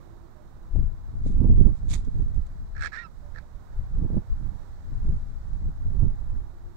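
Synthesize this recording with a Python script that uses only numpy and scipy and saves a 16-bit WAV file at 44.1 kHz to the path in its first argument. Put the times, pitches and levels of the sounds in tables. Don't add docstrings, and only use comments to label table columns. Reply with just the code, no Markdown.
import sys
import numpy as np
from scipy import signal
from scipy.fft import rfft, irfft, next_fast_len
from scipy.io import wavfile

SR = 44100
rng = np.random.default_rng(int(sys.argv[2]) if len(sys.argv) > 2 else 0)


def to_wav(sig):
    pcm = np.clip(np.atleast_2d(sig), -1, 1) * 32767
    pcm = np.round(pcm).astype(np.int16)
    wavfile.write(sys.argv[1], SR, pcm.T)


N = 298116
TIME = np.arange(N) / SR
SLOW_TIME = TIME[::20]

# f/Hz, relative level/dB
RASP_COLOUR = [(200, -2.5), (500, 8.5), (1000, 4), (2200, 17), (2650, 7), (2900, -3.5), (3400, 3.5),
               (4250, 8), (5000, 1), (5400, 5), (6300, -5), (7500, 0), (9600, -13.5), (10100, -33)]


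def wind():
    overload, port_hz = .9, 713
    pressure = breeze() + buffets()
    return low_pass(overload * np.tanh(pressure / overload), port_hz)


def breeze():
    # t/s, rise/s, fall/s, left level/dB, right level/dB, extra flutter/dB
    gusts = [(0.62, 0.094, 0.4, -37, -36.5, -3), (0.768, 0.031, 0.098, -5.5, -20, -2),
             (1.268, 0.021, 0.023, -37, -20, 17.5), (1.31, 0.16, 0.18, -14, -20, 8),
             (1.424, 0.072, 0.044, -27.5, -6, 0), (1.498, 0.02, 0.083, -4.5, -6, 2),
             (1.6, 0.059, 0.037, -15.5, -2, -4), (1.653, 0.043, 0.06, -14.5, -7, 5.5),
             (1.925, 0.12, 0.12, -18, -15, 2), (2.085, 0.023, 0.0083, -20.5, -16.5, 4),
             (2.196, 0.075, 0.12, -17, -14, -0.5), (2.382, 0.039, 0.035, -23, -10, -8.5),
             (2.643, 0.55, 0.031, -26, -31.5, 2.5), (2.812, 0.11, 0.05, -20, -28, -7),
             (3.415, 0.27, 0.017, -50, -27.5, -12), (3.559, 0.035, 0.014, -42, -28.5, -16),
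             (3.803, 0.054, 0.046, -16, -21.5, -7.5), (3.981, 0.064, 0.071, -16.5, -15.5, 3),
             (4.033, 0.035, 0.037, -20, -16, 15), (4.165, 0.075, 0.031, -18, -14.5, 9.5),
             (4.315, 0.015, 0.05, -12, -20, -15), (4.479, 0.13, 0.086, -35.5, -19, 6.5),
             (4.74, 0.42, 0.22, -36, -33, -15), (4.947, 0.074, 0.049, -16.5, -31, 6),
             (5.108, 0.079, 0.056, -10.5, -11.5, -0.5), (5.266, 0.11, 0.18, -20.5, -37, 4.5),
             (5.52, 0.084, 0.11, -45, -19.5, -10), (5.668, 0.093, 0.074, -19, -20.5, 5.5),
             (5.856, 0.067, 0.077, -17, -22, 4), (6.039, 0.12, 0.081, -20, -8.5, -3.5),
             (6.14, 0.034, 0.02, -20, -36, 4), (6.34, 0.14, 0.091, -21.5, -17, -4),
             (6.66, 0.13, 0.068, -29, -37, 3)]
    times, rise_s, fall_s, left_db, right_db, extra_db = np.transpose(gusts)
    shape_db = swells(times, rise_s, fall_s, shape=1.24)
    left = turbulence(shape_db + left_db[:, None], extra_db[:, None] - 15.5, calm_db=-48,
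                      calm_flutter_db=-76.5, gain_db=-8.5, lumps_db=4.5, brightening=0.13)
    right = turbulence(shape_db + right_db[:, None], extra_db[:, None] - 9.5, calm_db=-41.5,
                       calm_flutter_db=-48, gain_db=-7, lumps_db=5.5, brightening=0.036)
    return np.array([left, right])


def turbulence(gusts_db, eddies_db, calm_db, calm_flutter_db, gain_db, lumps_db, brightening):
    # f/Hz, relative level/dB
    wind_colour = [(16, -5.5), (30, -16), (55, -20), (100, -22.5), (180, -20), (300, -29.5), (450, -43),
                   (700, -55.5), (1100, -45.5), (2000, -73)]
    flutter_growth = 1.524
    rumble_db = summed_db(gusts_db, calm_db)
    flutter_db = summed_db(flutter_growth * gusts_db + eddies_db, calm_flutter_db)
    gusty = 1 - 0.7 * from_db(calm_flutter_db - flutter_db)
    lumps, out = drift(23), 0
    for hz, band in bands(18, 1600, count=12):
        small = np.clip(np.log2(hz / 75) / 1.586, 0, 1)
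        reach_db = brightening * max(np.log2(hz / 220), 0) * (flutter_db + 30)
        band_db = (1 - small) * rumble_db + small * (flutter_db + lumps_db * gusty * lumps) + reach_db
        steady = evened(band, span_s=0.077) * band.std()
        out += from_db(at_hz(wind_colour, hz) + band_db) * steady
    return from_db(gain_db) * out


def buffets():
    # t/s, side (-1 left, 1 right), peak level/dB, width/ms
    eddies = [(0.76, -1, -24, 0.3), (1.2629, 1, -22, 0.62), (1.403, 1, -8, 2.2), (1.488, 1, -17.5, 1.36),
              (1.611, 1, -5, 1.3), (1.663, 1, -5.5, 4.1), (4.1025, 1, -23.5, 0.68), (4.144, 1, -23, 0.58),
              (4.1711, 1, -24, 0.45), (6.0306, 1, -11, 2.9)]
    out = np.zeros((2, N))
    for s, side, peak_db, width_ms in eddies:
        near = around(s)
        age = (TIME[near] - s) / (width_ms / 1000)
        push_pull = 2 * np.tanh(age) / np.cosh(age)
        out[int(side > 0), near] += rng.choice([-1, 1]) * from_db(peak_db) * push_pull
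    return out


def squawk():
    # t/s, f/Hz, level/dB, roughness (0 = smooth)
    high_voice = [(2.93, 1780, -44, 0.8), (2.965, 1836, -41, 1.2), (2.973, 1803, -46, 0.7),
                  (2.977, 1825, -31.5, 0), (2.989, 1840, -34.5, 0.48), (3.003, 1900, -35, 0.33),
                  (3.02, 1896, -41, 0.47), (3.038, 1790, -47, .6), (3.047, 1730, -69, .4)]
    low_voice = [(2.93, 1340, -63, 1), (2.942, 1350, -50, 0.48), (2.985, 1433, -47.5, 0.41),
                 (3.015, 1356, -54, 0.78), (3.035, 1370, -46, 0.23), (3.053, 1320, -42.5, 0.15),
                 (3.072, 1250, -50.5, 0.4), (3.08, 1235, -57, 0.24)]
    # multiple of the pitch, relative level/dB
    high_harmonics = [(1, 0.5), (2, -21.5)]
    low_harmonics = [(1, 2.5), (2, -12), (3, -20), (4, -20), (5, -46)]
    return (jerks()
            + squeal(high_voice, high_harmonics, jitter=0.066, growl=0.48, rasp_db=-7)
            + squeal(low_voice, low_harmonics, jitter=0.058, growl=0.94, rasp_db=-13))


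def jerks():
    # t/s, rate/Hz, peak level/dB, rasp relative to the peak/dB
    rattle = [(2.752, 70, -45, -13), (2.766, 70, -35, -13), (2.803, 66, -34, -7), (2.823, 82, -23, -7),
              (2.858, 83, -20.5, -6), (2.873, 83, -27, -7), (2.88, 83, -31, -8)]
    run_up = [(2.923, 130, -37, -11), (2.936, 130, -29, -15), (2.955, 110, -30.5, -13),
              (2.974, 110, -34, -13)]
    croak = [(3.349, 85, -47, -10), (3.361, 80, -38, -14), (3.374, 82, -41, -11), (3.386, 82, -32, -11),
             (3.392, 82, -42, -11)]
    # f/Hz, share by which the pitch wavers, relative level/dB
    casing = [(1336, 0.0518, -10), (1662, 0.061, -2.5), (1900, 0.059, -28)]
    times, peak_db, rasp_db = np.hstack([slips(run) for run in (rattle, run_up, croak)])
    swing = rms_one(sum(from_db(db) * np.sin(shaky_phase(hz, waver)) for hz, waver, db in casing))
    ring = swing * bursts(times, peak_db, rise_s=.002, fall_s=.0022)
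    ring = signal.sosfilt(signal.butter(2, [1150, 2400], "band", fs=SR, output="sos"), ring)
    spurt = bursts(times, peak_db + rasp_db - 0.5, rise_s=.0011, fall_s=.0018)
    drag = bursts(times, peak_db + rasp_db - 14.5, rise_s=0.011, fall_s=0.018)
    hard = np.clip(spurt / from_db(-50), 0, 1)
    return ring + friction(spurt * hard, RASP_COLOUR) + soft_rasp(spurt * (1 - hard) + drag)


def slips(run):
    jitter_s, spread_db = 0.00039, 1.5
    rebound_s, rebound_loss_db = 0.0052, 6.5
    rate_hz, level_db, rasp_db = in_time(run)
    count = np.ceil(np.cumsum(rate_hz * sounding(run)) / SR)
    onsets = TIME[np.diff(count, prepend=0) > 0]
    chance = rng.standard_normal((len(onsets), 4))
    times = np.r_[onsets, onsets + rebound_s] + jitter_s * chance[:, :2].T.ravel()
    change_db = spread_db * chance[:, 2:].T.ravel() - np.repeat([0, rebound_loss_db], len(onsets))
    return times, np.interp(times, TIME, level_db) + change_db, np.interp(times, TIME, rasp_db)


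def squeal(curve, harmonics, jitter, growl, rasp_db):
    hz, level_db, rough = in_time(curve)
    phase = shaky_phase(hz, jitter * rough)
    edge = np.clip(from_db(level_db + 45.5), 0, 1)
    tone = np.sqrt(2) * sum(from_db(db) * edge ** (k > 1) * np.sin(k * phase) for k, db in harmonics)
    uneven = np.cos(phase / 4) + .7 * drift(300)
    level = sounding(curve) * from_db(level_db)
    rasp = soft_rasp(level * from_db(rasp_db) * rough * (1 + np.cos(phase)))
    return level * tone * (1 + growl * rough * uneven) + rasp


def scuff():
    # t/s, rise/s, fall/s, peak level/dB
    strokes = [(1.27, 0.021, .05, -58), (1.775, 0.019, .03, -66), (1.909, 0.011, 0.026, -41),
               (1.943, 0.029, 0.023, -40.5), (1.975, 0.037, .045, -59), (2.051, 0.004, .007, -58.5),
               (2.17, .1, .1, -71.5), (2.346, .006, .015, -66), (2.466, .003, .009, -61.5)]
    # t/s, relative peak level/dB
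    snags = [(1.9073, -37), (1.9183, -42), (1.9342, -33), (1.9384, -25), (1.9439, -29), (1.954, -41)]
    # f/Hz, relative level/dB
    rub_colour = [(400, -5.5), (700, 5), (1500, 3), (2300, 9), (2900, -1), (3600, 10.5), (4600, 5),
                  (5600, 3), (6800, 10), (7900, 4.5), (9300, 2.5), (10800, -20.5), (13500, -10),
                  (15500, -30)]
    times, rise_s, fall_s, stroke_db = np.transpose(strokes)
    level_db = summed_db(swells(times, rise_s, fall_s, shape=1.3) + stroke_db[:, None], floor_db=-100)
    grainy = from_db(level_db + 2.5 * drift(200))
    snag_times, snag_db = np.transpose(snags)
    catches = bursts(snag_times, snag_db - 2.5, rise_s=0.0004, fall_s=0.00069)
    return friction(grainy + catches, rub_colour)


def friction(strength, spectrum):
    impacts = rng.choice([-1., 1.], N)
    return shaped(strength * impacts, spectrum) / shaped(impacts, spectrum).std()


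def soft_rasp(strength):
    return low_pass(friction(strength, RASP_COLOUR), hz=6200)


def hoots():
    # t/s, length/s, start f/Hz, end f/Hz, level/dB
    calls = [(0.333, 0.14, 630, 574, -53.5), (3.215, 0.095, 574, 595, -50.5), (3.34, 0.044, 500, 496, -54),
             (3.412, 0.041, 600, 580, -51)]
    out, unsteady = np.zeros(N), 1 + 0.0069 * drift(40)
    for s, length_s, start_hz, end_hz, db in calls:
        along = np.clip((TIME - s) / length_s, 0, 1)
        hz = (start_hz + (end_hz - start_hz) * along) * unsteady
        out += from_db(db) * np.sin(np.pi * along) * np.sin(2 * np.pi * np.cumsum(hz) / SR)
    return out


def hush():
    # f/Hz, relative level/dB
    left_colour = [(60, -63), (150, -94), (300, -99), (600, -106), (1200, -113), (3000, -116), (7000, -118),
                   (10500, -120), (15000, -117.5)]
    right_colour = [(100, -67), (220, -107.5), (340, -84.5), (470, -86), (900, -85.5), (1400, -91),
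                    (1900, -98), (2600, -110), (3300, -110), (3750, -104), (4600, -109), (7500, -111),
                    (10500, -121), (14000, -116)]
    reeds_colour = [(700, -105), (1500, -94), (1900, -99), (2700, -115), (3900, -105), (5500, -108),
                    (8000, -110), (10000, -124), (15000, -130)]
    drone_colour = [(280, -27.5), (320, -7), (343, -3.5), (380, -18.5), (600, -73.5)]
    # t/s, level/dB
    swell = [(0, 1.5), (.3, -0.5), (1.2, -1.5), (3, -2.5), (3.6, .5), (4.6, 0.5), (5.6, -2.5), (5.9, 1.5),
             (6.76, -2)]
    reeds = [(0, -23), (1.2, -5), (2.2, -1.5), (3.2, -4.5), (4, -7.5), (4.8, -1), (5.6, -1), (6.2, -15.5),
             (6.76, -3.5)]
    drone = [(0, -57), (.9, -62), (1.5, -79.5), (5.6, -81.5), (6.2, -63), (6.76, -55.5)]
    (swell_db,), (reeds_db,), (drone_db,) = in_time(swell), in_time(reeds), in_time(drone)
    right = coloured(right_colour) * from_db(swell_db + .5 * drift(1.7))
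    right += from_db(reeds_db) * coloured(reeds_colour)
    right += from_db(drone_db) * rms_one(coloured(drone_colour))
    return np.array([coloured(left_colour), right])


def on_right(x, left_db):
    return np.array([from_db(left_db) * x, x])


def from_db(db):
    return 10 ** (np.asarray(db) / 20)


def rms_one(x):
    return x / np.sqrt(np.mean(x ** 2) + 1e-20)


def in_time(rows):
    times, *columns = np.transpose(rows)
    return [np.interp(TIME, times, column) for column in columns]


def sounding(rows):
    return (TIME > rows[0][0]) & (TIME < rows[-1][0])


def around(s):
    return slice(int(s * SR) - SR // 20, int(s * SR) + SR // 20)


def bursts(times, peaks_db, rise_s, fall_s):
    power = np.zeros(N)
    for s, peak_db in zip(times, peaks_db):
        near = around(s)
        age = TIME[near] - s
        power[near] += (from_db(peak_db) * np.exp(np.minimum(age / rise_s, -age / fall_s))) ** 2
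    return np.sqrt(power)


def swells(times, rises_s, falls_s, shape):
    age = SLOW_TIME - times[:, None]
    from_peak = np.maximum(-age / rises_s[:, None], age / falls_s[:, None])
    return -20 / np.log(10) * from_peak.clip(0, 20) ** shape


def summed_db(rows_db, floor_db):
    power = np.sum(from_db(np.maximum(rows_db, -200)) ** 2, axis=0) + from_db(floor_db) ** 2
    return np.interp(TIME, SLOW_TIME, 10 * np.log10(power))


def drift(rate_hz):
    hop, settle = 40, 2000
    pole = np.exp(-2 * np.pi * rate_hz * hop / SR)
    white = rng.standard_normal(N // hop + settle + 2)
    slow = signal.lfilter([1], [1, -2 * pole, pole * pole], white)[settle:]
    return np.interp(np.arange(N) / hop, np.arange(len(slow)), rms_one(slow))


def shaky_phase(hz, waver):
    return 2 * np.pi * np.cumsum(hz * (1 + waver * drift(204))) / SR


def at_hz(spectrum, hz):
    points_hz, points_db = np.transpose(spectrum)
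    return np.interp(np.log(hz), np.log(points_hz), points_db)


def shaped(x, spectrum):
    size = next_fast_len(N, True)
    hz = np.maximum(np.arange(size // 2 + 1) * SR / size, 1)
    gain = from_db(at_hz(spectrum, hz)) * np.minimum(hz / spectrum[0][0], 1) ** 2
    return irfft(rfft(x, size) * gain, size)[:N]


def coloured(spectrum):
    return shaped(rng.standard_normal(N), spectrum) * np.sqrt(SR / 2)


def bands(low_hz, high_hz, count):
    size = next_fast_len(N, True)
    white = rfft(rng.standard_normal(size)) * np.sqrt(SR / 2)
    log_hz = np.log(np.maximum(np.arange(size // 2 + 1) * SR / size, 1))
    centres, step = np.linspace(np.log(low_hz), np.log(high_hz), count, retstep=True)
    for centre in centres:
        triangle = np.maximum(1 - np.abs(log_hz - centre) / step, 0)
        yield np.exp(centre), irfft(white * triangle, size)[:N]


def evened(x, span_s):
    window = np.hanning(2 * int(span_s * SR))
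    power = signal.fftconvolve(x * x, window / window.sum(), "same")
    return x / np.sqrt(np.abs(power) + 1e-12)


def low_pass(x, hz):
    return signal.sosfilt(signal.butter(4, hz, fs=SR, output="sos"), x)


def scene():
    rubbing = on_right(squawk() + scuff(), left_db=-44)
    return wind() + rubbing + hush() + on_right(hoots(), left_db=-31)


def record(dry):
    cutoff_hz = 15700
    return signal.sosfilt(signal.ellip(12, .1, 80, cutoff_hz, fs=SR, output="sos"), dry)


dry = scene()
out = record(dry)
to_wav(out)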